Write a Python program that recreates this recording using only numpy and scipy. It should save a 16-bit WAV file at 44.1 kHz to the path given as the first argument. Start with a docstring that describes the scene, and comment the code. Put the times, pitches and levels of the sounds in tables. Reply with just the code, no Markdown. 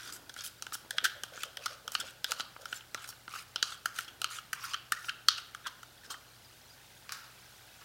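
"""A plastic spoon knocks and scrapes thick yogurt out of a plastic tub into a pan, close by.
Each knock makes the tub and spoon ring briefly. Each scrape rasps as the edge sticks and slips, and
hisses as wet films tear. Wet plastic squeaks, the rim rings, fingers rustle, and at the end the tub is
set down further off. In the pan, yogurt lands with one low plop, and spice paste bubbles with soft
bloops, sizzles faintly and whistles twice. A small kitchen echoes around it, over a low mains hum."""
import sys
import numpy as np
from scipy import signal
from scipy.fft import rfft, irfft, next_fast_len
from scipy.io import wavfile
from scipy.ndimage import uniform_filter1d

SR = 44100
rng = np.random.default_rng(int(sys.argv[2]) if len(sys.argv) > 2 else 0)


def inscribe(sig):
    """Save sig as 16-bit PCM at rate SR to the path in sys.argv[1].

    A 1-D sig is mono; a 2-D sig holds one channel per row.
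    Samples are clipped to [-1, 1] before scaling.
    """
    pcm = np.round(np.clip(np.atleast_2d(sig).T, -1, 1) * 32767)
    wavfile.write(sys.argv[1], SR, pcm.astype(np.int16))


N = 345992
TIME = np.arange(N) / SR


# The spoon's knocks: start_s, wall_db, thud_db, rim_db, spoon_db, click_brightness_db_per_octave,
# wall_hz, rim_hz, spoon_hz, skid_s
KNOCKS = [(0.0933, -49, -73, -65, -59, 0, 1410, 3140, 4020, .0025),
          (0.295, -48, -57, -57, -47, 0, 1600, 3360, 4000, 0.0037),
          (0.341, -62, -67, -65, -50.5, 2, 1430, 3260, 4400, .0005),
          (0.364, -45, -59, -59, -53, 4, 1530, 2950, 3950, .0026),
          (0.389, -62, -60, -58, -48, -8, 1450, 3200, 5000, .0025),
          (0.4083, -52, -81, -54, -43.5, -20, 1450, 2900, 5100, .0006),
          (0.463, -64, -74, -47, -46, 4, 1450, 3320, 5170, .002),
          (0.6235, -47, -55, -48.5, -39, 3, 1390, 3040, 4450, 0.00018),
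          (0.6667, -43, -54, -48, -50, 1, 1430, 2900, 3950, 0.001),
          (0.7228, -42, -56, -62, -50, -5, 1440, 2950, 3950, .0007),
          (0.7519, -44, -53.5, -49, -44, 18, 1430, 3140, 4000, 0.00074),
          (0.9078, -37.5, -55, -48, -37.5, 5, 1670, 3200, 3950, 0.0016),
          (0.9831, -30.5, -55, -30.5, -33.5, -10.5, 1520, 3200, 3770, 0.00035),
          (1.044, -27, -50, -35, -30, 7, 1590, 3300, 3980, 0.01),
          (1.052, -27, -54.5, -31.5, -31, 3, 1590, 3170, 4080, 0.0078),
          (1.2355, -42, -50.5, -40.5, -39.5, 10.5, 1430, 3120, 4030, .0007),
          (1.376, -46, -57, -59, -64, 0, 1340, 3100, 3950, 0.0026),
          (1.434, -38.5, -54.5, -37.5, -39.5, 9, 1390, 3100, 3950, 0.0018),
          (1.571, -44.5, -55.5, -42.5, -44, 4, 1600, 3080, 3860, 0.00087),
          (1.6599, -32, -49.5, -42, -34.5, 1.5, 1410, 3300, 4200, 0.0034),
          (1.8786, -40, -50.5, -41, -42, 9, 1420, 3120, 4020, .001),
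          (1.92, -62, -59, -65, -44, 11, 1280, 3190, 3950, .0009),
          (1.951, -32.5, -47, -31, -32, -6.5, 1450, 2880, 4360, 0.00028),
          (2.001, -47, -61, -39, -37.5, -2, 1490, 3260, 5300, 0.0052),
          (2.01, -44, -70, -42.5, -49, 6.5, 1480, 3220, 3950, 0.0015),
          (2.244, -36.5, -51, -35, -33.5, 0.5, 1590, 3340, 3830, 0.00041),
          (2.3094, -57, -56, -51, -39, 7, 1680, 3480, 3950, 0.0046),
          (2.3189, -34, -45.5, -38.5, -32, 3.5, 1420, 2920, 4320, 0.001),
          (2.398, -39, -46.5, -41, -45, 8, 1340, 3130, 3900, 0.0023),
          (2.4057, -39.5, -65, -39.5, -37, -21, 1450, 3050, 4550, 0.0018),
          (2.563, -47.5, -53, -59, -69, 5, 1310, 2980, 4130, 0.0028),
          (2.656, -40.5, -58, -50.5, -46.5, 4, 1440, 3130, 4100, .0014),
          (2.727, -35.5, -52, -39.5, -47.5, 1.5, 1480, 2900, 4100, 0.0033),
          (2.808, -61, -63, -52, -63, 0, 1450, 3100, 4100, .0015),
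          (2.9461, -37, -47, -46, -38.5, 5, 1340, 2700, 4000, 0.00071),
          (2.977, -46.5, -59, -53, -64, -12, 1450, 3450, 4100, 0.0065),
          (3.0433, -47, -64, -64, -50, 1, 1570, 2850, 4100, .0029),
          (3.0905, -50.5, -56, -67, -46, 18, 1340, 3050, 4500, .0004),
          (3.126, -56, -70, -58, -65, 0, 1450, 3050, 4100, 0.0023),
          (3.2793, -42.5, -53.5, -53, -55.5, -3, 1350, 3000, 4100, 0.0014),
          (3.3377, -42.5, -60, -54, -62, 0, 1350, 2900, 4100, .0028),
          (3.352, -46, -66, -50.5, -56, 2, 1350, 2850, 4140, .001),
          (3.3578, -41, -57, -54, -49, 6, 1390, 2840, 4100, .0062),
          (3.5596, -39, -49.5, -34, -35, -8, 1400, 2970, 3960, 0.0014),
          (3.6272, -30, -47.5, -30.5, -25.5, -7, 1394, 3100, 4530, 0.00023),
          (3.7217, -43, -57, -46.5, -57, 5, 1410, 3550, 4170, 0.0037),
          (3.8578, -28.5, -47.5, -40.5, -35, 6, 1440, 3080, 4830, 0.0025),
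          (3.9872, -33, -54.5, -39.5, -40, 8.5, 1530, 3100, 4150, .0035),
          (4.008, -52, -72, -54, -48, 6, 1450, 3050, 4500, .001),
          (4.081, -53, -74, -45, -54, 2.5, 1480, 3100, 4240, 0.0092),
          (4.2171, -40.5, -52.5, -39, -36.5, 5, 1340, 3000, 4060, 0.0016),
          (4.2436, -33, -52, -32.5, -33.5, 2, 1380, 2920, 4220, 0.00074),
          (4.386, -42.5, -71, -47, -55, -6, 1430, 3030, 4240, 0.0026),
          (4.531, -32.5, -54, -41, -37, 7, 1490, 2920, 4530, 0.0035),
          (4.639, -37.5, -71, -50, -46, 16, 1450, 3160, 4200, 0.015),
          (4.7354, -40, -69, -38.5, -43, -4, 1420, 3020, 4430, 0.0043),
          (4.7427, -34, -70, -33, -41, -5, 1436, 3020, 4530, 0.0031),
          (4.9213, -26.5, -49, -37.5, -31.5, 6.5, 1470, 2950, 4250, 0.0016),
          (5.0445, -49, -59, -50, -54, -5, 1480, 2840, 4200, 0.004),
          (5.0854, -35.5, -63, -44, -51, -6, 1460, 2840, 4200, 0.012),
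          (5.094, -36.5, -75, -36, -41, -9, 1520, 3000, 4330, 0.0028),
          (5.2852, -25, -56, -24, -19, -6, 1420, 3140, 4360, 0.00043),
          (5.3814, -42.5, -61, -41.5, -44, -5, 1400, 2820, 4230, .0044),
          (5.548, -41, -66, -49.5, -49.5, 6, 1450, 3200, 4200, .002),
          (5.6618, -37, -59, -51, -56, 3, 1430, 3020, 4200, 0.009),
          (5.6694, -45, -55, -40.5, -42, 1, 1260, 3120, 4400, 0.0056),
          (5.8308, -48, -62, -56.5, -53.5, 4, 1450, 3020, 4300, 0.0035),
          (6.105, -43, -51, -49, -43.5, -1, 1300, 3170, 4200, 0.017),
          (6.127, -49, -72, -63, -51, 2, 1340, 3100, 4220, 0.0081),
          (6.1422, -45, -62, -56, -62, 4, 1380, 3120, 4200, 0.0039)]

def spoon_knocks():
    """The knocks as heard close by, and as sent into the room from all sides, with less ring."""
    direct, all_round = np.zeros((2, N))
    for start_s, wall_db, thud_db, rim_db, spoon_db, *tone, skid_s in KNOCKS:
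        add(direct, *knock(start_s, wall_db, thud_db, rim_db, spoon_db, *tone, skid_s, contact_db=0.5))
        add(all_round, *knock(start_s, wall_db - 4, thud_db - 3, rim_db - 2.5, spoon_db - 1, *tone,
                              skid_s=0.00018, contact_db=2, skid=0.011, hollow=0.011, blur=1.4))
    return direct, all_round


# The notes each part rings at, damped by hands and yogurt (wider dies sooner): pitch_hz, width_hz, level_db
WALL_NOTES = [(1325, 320, 9), (1450, 350, 7.5), (1680, 1050, -4.5), (2150, 250, -15.5)]
THUD_NOTES = [(455, 860, -7), (927, 330, 2)]
RIM_NOTES = [(2775, 1500, -14.5), (3100, 580, 3.5), (3260, 370, -8)]
SPOON_NOTES = [(3790, 360, 11), (4344, 255, 13.5), (4880, 500, 6), (5680, 730, 8), (6570, 990, 3.5),
               (8400, 2250, -1.5), (10940, 5600, -10), (14300, 9700, -13)]
WALL_HZ, RIM_HZ, SPOON_HZ = 1430, 3122, 4350  # each part's usual pitch

def knock(start_s, wall_db, thud_db, rim_db, spoon_db, bright_db, wall_hz, rim_hz, spoon_hz, skid_s,
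          contact_db, skid=0.3, hollow=0.14, blur=1, size=2304):
    """The edge slides, catches and skids on, ringing tub and spoon. Gives a start time and a sound."""
    hit = 256  # samples of sliding before the edge catches
    t = (np.arange(size) - hit) / SR

    def fade(fade_s):
        return np.exp(-abs(t) / max(fade_s, 1 / SR))

    before = np.hypot(skid * fade(0.23 * skid_s), 0.0048 * fade(0.0042))  # long skids start more softly
    after = np.hypot(skid * fade(skid_s), hollow * fade(0.0025))  # sound bounces about inside the tub
    force = np.where(t < 0, before, after) * rng.standard_normal(size)
    force[hit] = 1.06
    spoon_notes_hz = np.array(SPOON_NOTES)[:, 0]
    treble_db = bright_db * np.maximum(np.log2(spoon_notes_hz / spoon_notes_hz[1]), 0)
    parts = ((WALL_NOTES, wall_db, wall_hz / WALL_HZ, 0, 0.8),
             (THUD_NOTES, thud_db, 1, 0, 0.33),
             (RIM_NOTES, rim_db, rim_hz / RIM_HZ, 0, 0.8),
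             (SPOON_NOTES, spoon_db, spoon_hz / SPOON_HZ, treble_db, 0.8))
    sound = np.zeros(size)
    for notes, level_db, tuning, tilt_db, low_cut in parts:
        boost_db = tilt_db + contact_db * rng.standard_normal(len(notes))  # each spot favours some notes
        body = ring(np.array(notes) * [1, blur, 1], tuning, boost_db, low_cut, steepness=12)
        sound += at_knock_level(signal.fftconvolve(force, body)[:size], level_db)
    return start_s + t[0], sound


# Drags through the yogurt: start_s, length_s, level_db, wetness_0_to_1, hiss_growth_db
STROKES = [(-.04, 0.16, -47.5, 0.6, 6), (0.116, 0.065, -47, 0.9, -13), (0.368, 0.067, -48.5, 0.66, -8),
           (0.438, 0.046, -42.5, 0.99, -7), (0.964, .025, -52, 0.5, 0), (0.727, 0.024, -39, 1, -3),
           (1.319, 0.14, -49, 0.67, 8), (1.595, 0.17, -51.5, 0.64, -5), (1.912, 0.042, -45, 0.93, 14),
           (1.987, 0.051, -49.5, .2, 0), (2.039, 0.072, -50.5, 0.65, 12), (2.274, 0.065, -46.5, 0.6, 6),
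           (2.369, 0.052, -47.5, 0.77, 6), (2.607, 0.19, -50.5, 0.86, 26), (2.969, 0.099, -52, 0.55, 15),
           (3.068, 0.044, -47, 1, 9), (3.291, 0.14, -48.5, 0.75, 5), (3.476, .02, -67, 1, -3),
           (3.649, .12, -50.5, 0.62, 0), (3.941, 0.11, -48, 0.75, -11), (4.294, 0.11, -45.5, 0.76, -9),
           (4.546, 0.063, -51.5, 0.4, -4), (4.597, 0.15, -46, 0.73, -2), (4.963, 0.15, -53.5, 1, 14),
           (5.369, 0.038, -50, 0.7, -3), (5.639, 0.051, -47, 0, 11), (6.03, 0.039, -55, 0.63, 9),
           (6.103, 0.026, -46.5, 1, -10)]
# The tone of tearing yogurt: pitch_hz, level_db
YOGURT_TONE = [(300, -25.5), (1000, -15), (2300, 2), (3200, 0), (5500, 1.5), (7500, -4), (11000, -10),
               (16000, -19)]

def scrapes(film_s=0.0094, wet_db_per_octave=21, usual_wetness=0.63, contact_db=3, size=12288):
    """The edge sticks and slips on the wall while films of yogurt tear behind it in puffs and snaps."""
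    out = np.zeros(N)
    for start_s, length_s, level_db, wetness, growth_db in STROKES:
        slips = clicks(per_s=900, spread_db=4, size=size)
        tuning = 1 + 0.1 * rng.standard_normal()
        wall = ring(WALL_NOTES, tuning, contact_db * rng.standard_normal(len(WALL_NOTES)))
        rim = ring(RIM_NOTES, tuning, contact_db * rng.standard_normal(len(RIM_NOTES)))
        rasp = signal.fftconvolve(slips, unit(wall) + amp(-4) * unit(rim))

        tears = clicks(per_s=1000, spread_db=5, size=size)
        puffs = signal.lfilter([1], [1, -np.exp(-1 / (film_s * SR))], tears ** 2)
        tilt_db = wet_db_per_octave * (wetness - usual_wetness)  # wetter films are finer and brighter
        tone = [(hz, db + tilt_db * np.log2(hz) + contact_db * rng.uniform(-1.8, 1))
                for hz, db in YOGURT_TONE]
        clumps = amp(2 * wander(size, smooth=220))
        tearing = unit(np.sqrt(puffs) * rng.standard_normal(size))
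        snaps = amp(-1) * clicks(per_s=480, spread_db=1, size=size)
        hiss = yogurt_pockets(colour(clumps * (tearing + snaps), tone))

        n = round(length_s * SR)
        heaping = amp(growth_db * np.linspace(-.5, .5, n))  # the hiss follows the heap of yogurt
        drag = np.sqrt(1 - wetness) * unit(rasp[:n]) + np.sqrt(wetness) * unit(heaping * hiss[:n])
        add(out, start_s, amp(level_db) * signal.windows.tukey(n, 0.38) * drag)
    return out


def yogurt_pockets(hiss, depth_db=5):
    """Pockets open and close in the yogurt, each colouring the hiss for a moment."""
    bands = signal.stft(hiss, nperseg=512)[2]
    patches = uniform_filter1d(rng.standard_normal(bands.shape), size=4, axis=0)  # smooth over pitch
    patches = unit(uniform_filter1d(patches, size=3, axis=1))  # and over time
    return unit(signal.istft(bands * amp(depth_db * patches), nperseg=512)[1][:len(hiss)])


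def catches(per_stroke=3, below_stroke_db=12):
    """Here and there in each stroke the edge catches lightly on the wall."""
    out = np.zeros(N)
    for start_s, length_s, level_db, *_ in STROKES:
        for when, place, force in rng.random((per_stroke, 3)):
            db = level_db - below_stroke_db + 3 * (2 * force - 1)
            tuning = 1 + 0.041 * (2 * place - 1)
            add(out, *knock(start_s + when * length_s, wall_db=db, thud_db=db - 20, rim_db=db - 3,
                            spoon_db=db + 4.5, bright_db=6, wall_hz=WALL_HZ * tuning,
                            rim_hz=RIM_HZ * tuning, spoon_hz=SPOON_HZ * tuning,
                            skid_s=0.0053, contact_db=4))
    return out


# Squeaks and, near 3100 Hz, the rim ringing: start_s, length_s, level_db, start_hz, end_hz
TUB_TONES = [(4.924, 0.016, -33.5, 1800, 1770), (4.96, 0.033, -47, 1800, 2000),
             (5.089, 0.0082, -33.5, 3200, 2540), (5.658, 0.017, -46, 870, 1160),
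             (6.094, 0.029, -50, 1400, 1460), (6.096, 0.028, -47.5, 3230, 3110),
             (6.13, 0.026, -51, 3000, 3130), (6.103, 0.032, -46, 5350, 9600)]

def tub_tones(wobble=0.017, octave_db=-15):
    """Brief gliding tones from the tub: wet plastic squeaks and the rim rings."""
    out, waver = np.zeros(N), wander(N, smooth=60)
    for start_s, length_s, level_db, start_hz, end_hz in TUB_TONES:
        n = round(length_s * SR)
        pitch_hz = np.linspace(start_hz, end_hz, n) * (1 + wobble * waver[round(start_s * SR):][:n])
        phase = 2 * np.pi * np.cumsum(pitch_hz) / SR
        tone = unit(np.sin(phase) + amp(octave_db) * np.sin(2 * phase))
        add(out, start_s, amp(level_db) * np.hanning(n) * tone)
    return out


# The hand changes its hold: start_s, length_s, level_db
GRIPS = [(-.05, 0.39, -62.5), (.838, 0.033, -52.5), (1.0, 0.049, -66), (1.97, 0.15, -69), (3.82, 0.51, -68),
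         (6.03, 0.12, -66)]
# The tone of fingers on plastic: pitch_hz, level_db
RUSTLE_TONE = [(60, -31), (160, -14), (320, -3), (600, -10), (1000, -9), (3000, -34)]

def grip():
    """Fingers shift on the tub with a dull rustle that swells and fades."""
    swells = np.zeros(N)
    for start_s, length_s, level_db in GRIPS:
        add(swells, start_s, amp(level_db) * signal.windows.tukey(round(length_s * SR), .8))
    return swells * colour(clicks(per_s=270, spread_db=0.3), RUSTLE_TONE)


# The tub lands and is later nudged: start_s, base_db, slap_db, slap_brightness_db_per_octave, contact_s
LANDINGS = [(7.0930, -50, -43, -3.5, 0.00094), (7.1209, -52, -38, 0, .0037), (7.137, -60, -53, -6, 0.0034),
            (7.241, -78, -56, -5, .0073), (7.813, -67, -55, -7, .015)]
# The notes its base rings at: pitch_hz, width_hz, level_db
BASE_NOTES = [(1160, 390, 3), (1340, 320, -1), (1900, 760, -11), (5300, 660, -11)]
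# The tone of its slap: pitch_hz, level_db
SLAP_TONE = [(300, -31), (900, -2), (1500, 5.5), (3000, 1), (5500, 7), (7500, -1), (11000, -4), (16000, -6)]

def tub_set_down(size=2048):
    """One side of the base touches the counter, then the rest slaps down and settles."""
    out, t = np.zeros(N), TIME[:size]
    attack = np.minimum(t * SR / 20, 1)
    for start_s, base_db, slap_db, bright_db, contact_s in LANDINGS:
        force = rng.standard_normal(size) * np.exp(-t / contact_s) * attack
        base = signal.fftconvolve(force, ring(BASE_NOTES))[:size]
        slap = colour(force, [(hz, db + bright_db * np.log2(hz)) for hz, db in SLAP_TONE])
        add(out, start_s, at_knock_level(base, base_db) + at_knock_level(slap, slap_db))
    return out


# Soft bloops in the pan (the lowest is the yogurt landing): start_s, length_s, pitch_hz, level_db
BLOOPS = [(0.928, .046, 577, -55.5), (1.019, .05, 379, -56), (1.148, 0.047, 547, -55),
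          (1.312, 0.061, 546, -53.5), (1.448, 0.055, 526, -55.5), (1.581, 0.042, 555, -53.5),
          (1.703, 0.044, 555, -54.5), (1.845, 0.07, 530, -58.5), (2.022, 0.039, 546, -51.5),
          (2.285, 0.063, 548, -54.5), (2.589, 0.061, 555, -55)]

def bloops(width_hz=240, overtone_db=-20, size=4096):
    """Thick paste bubbles and yogurt lands with one low plop, each a short, hollow splutter."""
    out = np.zeros(N)
    for start_s, length_s, pitch_hz, level_db in BLOOPS:
        n = round(length_s * SR)
        notes = [(pitch_hz, width_hz, 0), (2 * pitch_hz, 2 * width_hz, overtone_db)]
        hollow = ring(notes, low_cut=0.75, steepness=8, size=size)
        splutter = clicks(per_s=500, spread_db=3.1, size=2 * size)
        bloop = signal.fftconvolve(splutter, hollow)[size:][:n]
        swell = np.sin(np.pi * np.linspace(0, 1, n) ** 0.69)  # peaks early
        add(out, start_s, amp(level_db) * unit(bloop * swell) / np.sqrt(2))
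    return out


# The tone of frying paste: pitch_hz, level_db
SIZZLE_TONE = [(200, -53), (700, 2), (1100, 0), (1380, 6.5), (1530, 10), (1700, 6), (2200, 4), (3500, 7),
               (5200, 5), (7000, 1.5), (10000, -0.5), (16000, -1)]

def sizzle(level_db=-60, pop_gain=0.54):
    """Faint frying: a hiss and tiny bubbles of many sizes, louder once the arm has left the pan."""
    pops = np.zeros(N)
    for pitch_hz in np.geomspace(800, 12000, 24):
        bubble = ring([(pitch_hz, 120 + pitch_hz / 25, 0)])
        pops += unit(signal.oaconvolve(clicks(per_s=60, spread_db=4), bubble)[:N])
    frying = colour(rng.standard_normal(N) + pop_gain * unit(pops), SIZZLE_TONE)
    uncovered_db = np.interp(TIME, [5.5, 7.5], [0, 3])
    return frying * amp(level_db + uncovered_db)


# Thin whistles from the paste: start_s, length_s, pitch_hz, level_db
WHISTLES = [(6.445, 0.028, 4800, -60), (6.69, 0.036, 4830, -58)]

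def whistles():
    """Steam escapes through a pinhole for a moment."""
    out = np.zeros(N)
    for start_s, length_s, pitch_hz, level_db in WHISTLES:
        t = TIME[:round(length_s * SR)]
        add(out, start_s, amp(level_db) * np.hanning(len(t)) * unit(np.sin(2 * np.pi * pitch_hz * t)))
    return out


# How long the kitchen's echo takes to fall by 60 dB: pitch_hz, fade_s
ECHO_FADE = [(300, 0.89), (1500, 0.62), (4000, 0.44), (8000, 0.28), (15000, 0.52)]

def kitchen_echo(sound, early_db=-21, tail_db=-10.5, echoes=10):
    """Pan, hob and wall throw back a few early echoes, then the room dies away band by band."""
    out, t = np.zeros(N), TIME[:SR * 3 // 4]
    pattern_now = (TIME / .21).astype(int) % 3  # the hands move, so three echo patterns take turns
    attack = np.clip(t / 0.0013, 0, 1) ** 2
    for pattern in range(3):
        bounces = rng.standard_normal(len(t)) * (rng.random(len(t)) < .15) * attack
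        hz, age_s, bands = signal.stft(bounces, SR, nperseg=256)
        treble_db = look_up([(5000, 0), (12000, -4)], hz)[:, None]
        bands *= amp(treble_db - 60 * age_s / look_up(ECHO_FADE, hz)[:, None])
        tail = signal.istft(bands, SR, nperseg=256)[1][:len(t)]
        response = amp(tail_db) * tail / np.linalg.norm(tail)
        delays = (rng.uniform(0.0034, 0.012, echoes) * SR).astype(int)
        response[delays] += amp(early_db) * rng.choice([-1, 1], echoes) / np.sqrt(echoes)
        turn = uniform_filter1d(1.0 * (pattern_now == pattern), size=200)
        out += signal.oaconvolve(sound * turn, response)[:N]
    return out


def wall_echo(knocks, delay_s=0.0066, echo_db=-18):
    """The nearest kitchen wall returns each knock once, clearly."""
    out = np.zeros(N)
    add(out, delay_s, amp(echo_db) * knocks)
    return out


# The notes of the mains hum, and the tone of the room's rumble: pitch_hz, level_db
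HUM_NOTES = [(54, -75.5), (120, -71)]
RUMBLE_TONE = [(20, -31), (35, -9), (55, -21), (80, 2), (130, 0.5), (200, -5), (400, -6), (800, -5),
               (1500, -24.5), (5000, -22)]

def background(rumble_db=-64):
    """Steady mains hum and low room noise."""
    hum = sum(amp(db) * np.sqrt(2) * np.sin(2 * np.pi * hz * TIME) for hz, db in HUM_NOTES)
    return hum + amp(rumble_db) * colour(rng.standard_normal(N), RUMBLE_TONE)


def ring(notes, tuning=1, boost_db=0, low_cut=0.55, steepness=2, size=2048):
    """How an object with these damped notes rings after one sharp tap."""
    pitch_hz, width_hz, level_db = np.transpose(notes)
    hz = np.fft.rfftfreq(size, 1 / SR)
    distance = 2 * (hz[:, None] - pitch_hz * tuning) / width_hz
    gain = (amp(level_db + boost_db) / (1 + distance ** 2 / 1.53) ** 1.53).sum(1)
    # a small object gives off little sound below its lowest note
    gain *= 1 - 1 / (1 + (hz / (low_cut * pitch_hz[0] * tuning)) ** steepness)
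    # put all the ringing after the tap (minimum phase)
    cepstrum = irfft(np.log(gain + 1e-4))
    cepstrum[1:size // 2] *= 2
    cepstrum[size // 2 + 1:] = 0
    return irfft(np.exp(rfft(cepstrum)))


def clicks(per_s, spread_db, size=N):
    """A random train of tiny clicks, a few of them large."""
    height, sign, chance = rng.random((size, 3)).T
    level_db = spread_db * np.minimum(-np.log(1 - height), 3)
    return unit(amp(level_db) * np.sign(sign - .5) * (chance < per_s / SR))


def wander(size, smooth):
    """A random wobble: noise averaged over `smooth` samples."""
    return unit(uniform_filter1d(rng.standard_normal(size), size=smooth))


def colour(sound, tone):
    """Shapes a sound's bass and treble with a tone table, at average level 1."""
    size = next_fast_len(len(sound))
    gain = amp(look_up(tone, np.fft.rfftfreq(size, 1 / SR)))
    return unit(irfft(rfft(sound, size) * gain, size)[:len(sound)])


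def look_up(table, hz):
    """Reads between a table's rows, with octaves evenly spaced."""
    pitch_hz, value = np.transpose(table)
    return np.interp(np.log(hz + 1), np.log(pitch_hz), value)


def at_knock_level(sound, level_db, knock_s=.01):
    """Gives a short sound the energy of level_db held for knock_s."""
    return amp(level_db) * np.sqrt(knock_s * SR / len(sound)) * unit(sound)


def amp(db):
    """Turns decibels into a gain."""
    return 10 ** (np.asarray(db) / 20)


def unit(sound):
    """Scales to an average level (rms) of 1."""
    return sound / np.sqrt(np.mean(sound ** 2) + 1e-20)


def add(mix, start_s, sound):
    """Mixes a sound in at start_s, cutting off what does not fit."""
    start = round(start_s * SR)
    sound = sound[max(-start, 0):]
    part = mix[max(start, 0):][:len(sound)]
    part += sound[:len(part)]


def scene():
    """The spoon works close by; the counter is further off, so more of its sound comes as echo."""
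    knocks, knocks_all_round = spoon_knocks()
    near = scrapes() + catches() + tub_tones() + grip() + bloops() + whistles()
    far = tub_set_down()
    room = kitchen_echo(amp(0.2) * knocks_all_round + near + amp(9) * far) + wall_echo(knocks_all_round)
    return (knocks + near + far + room + sizzle() + background())[None]


def record(dry, cut_hz=16050):
    """Takes off the very highest treble."""
    low_pass = signal.firwin(401, cut_hz, window=("kaiser", 8), fs=SR)
    return signal.oaconvolve(dry, low_pass[None], "same")


dry = scene()
out = record(dry)
inscribe(out)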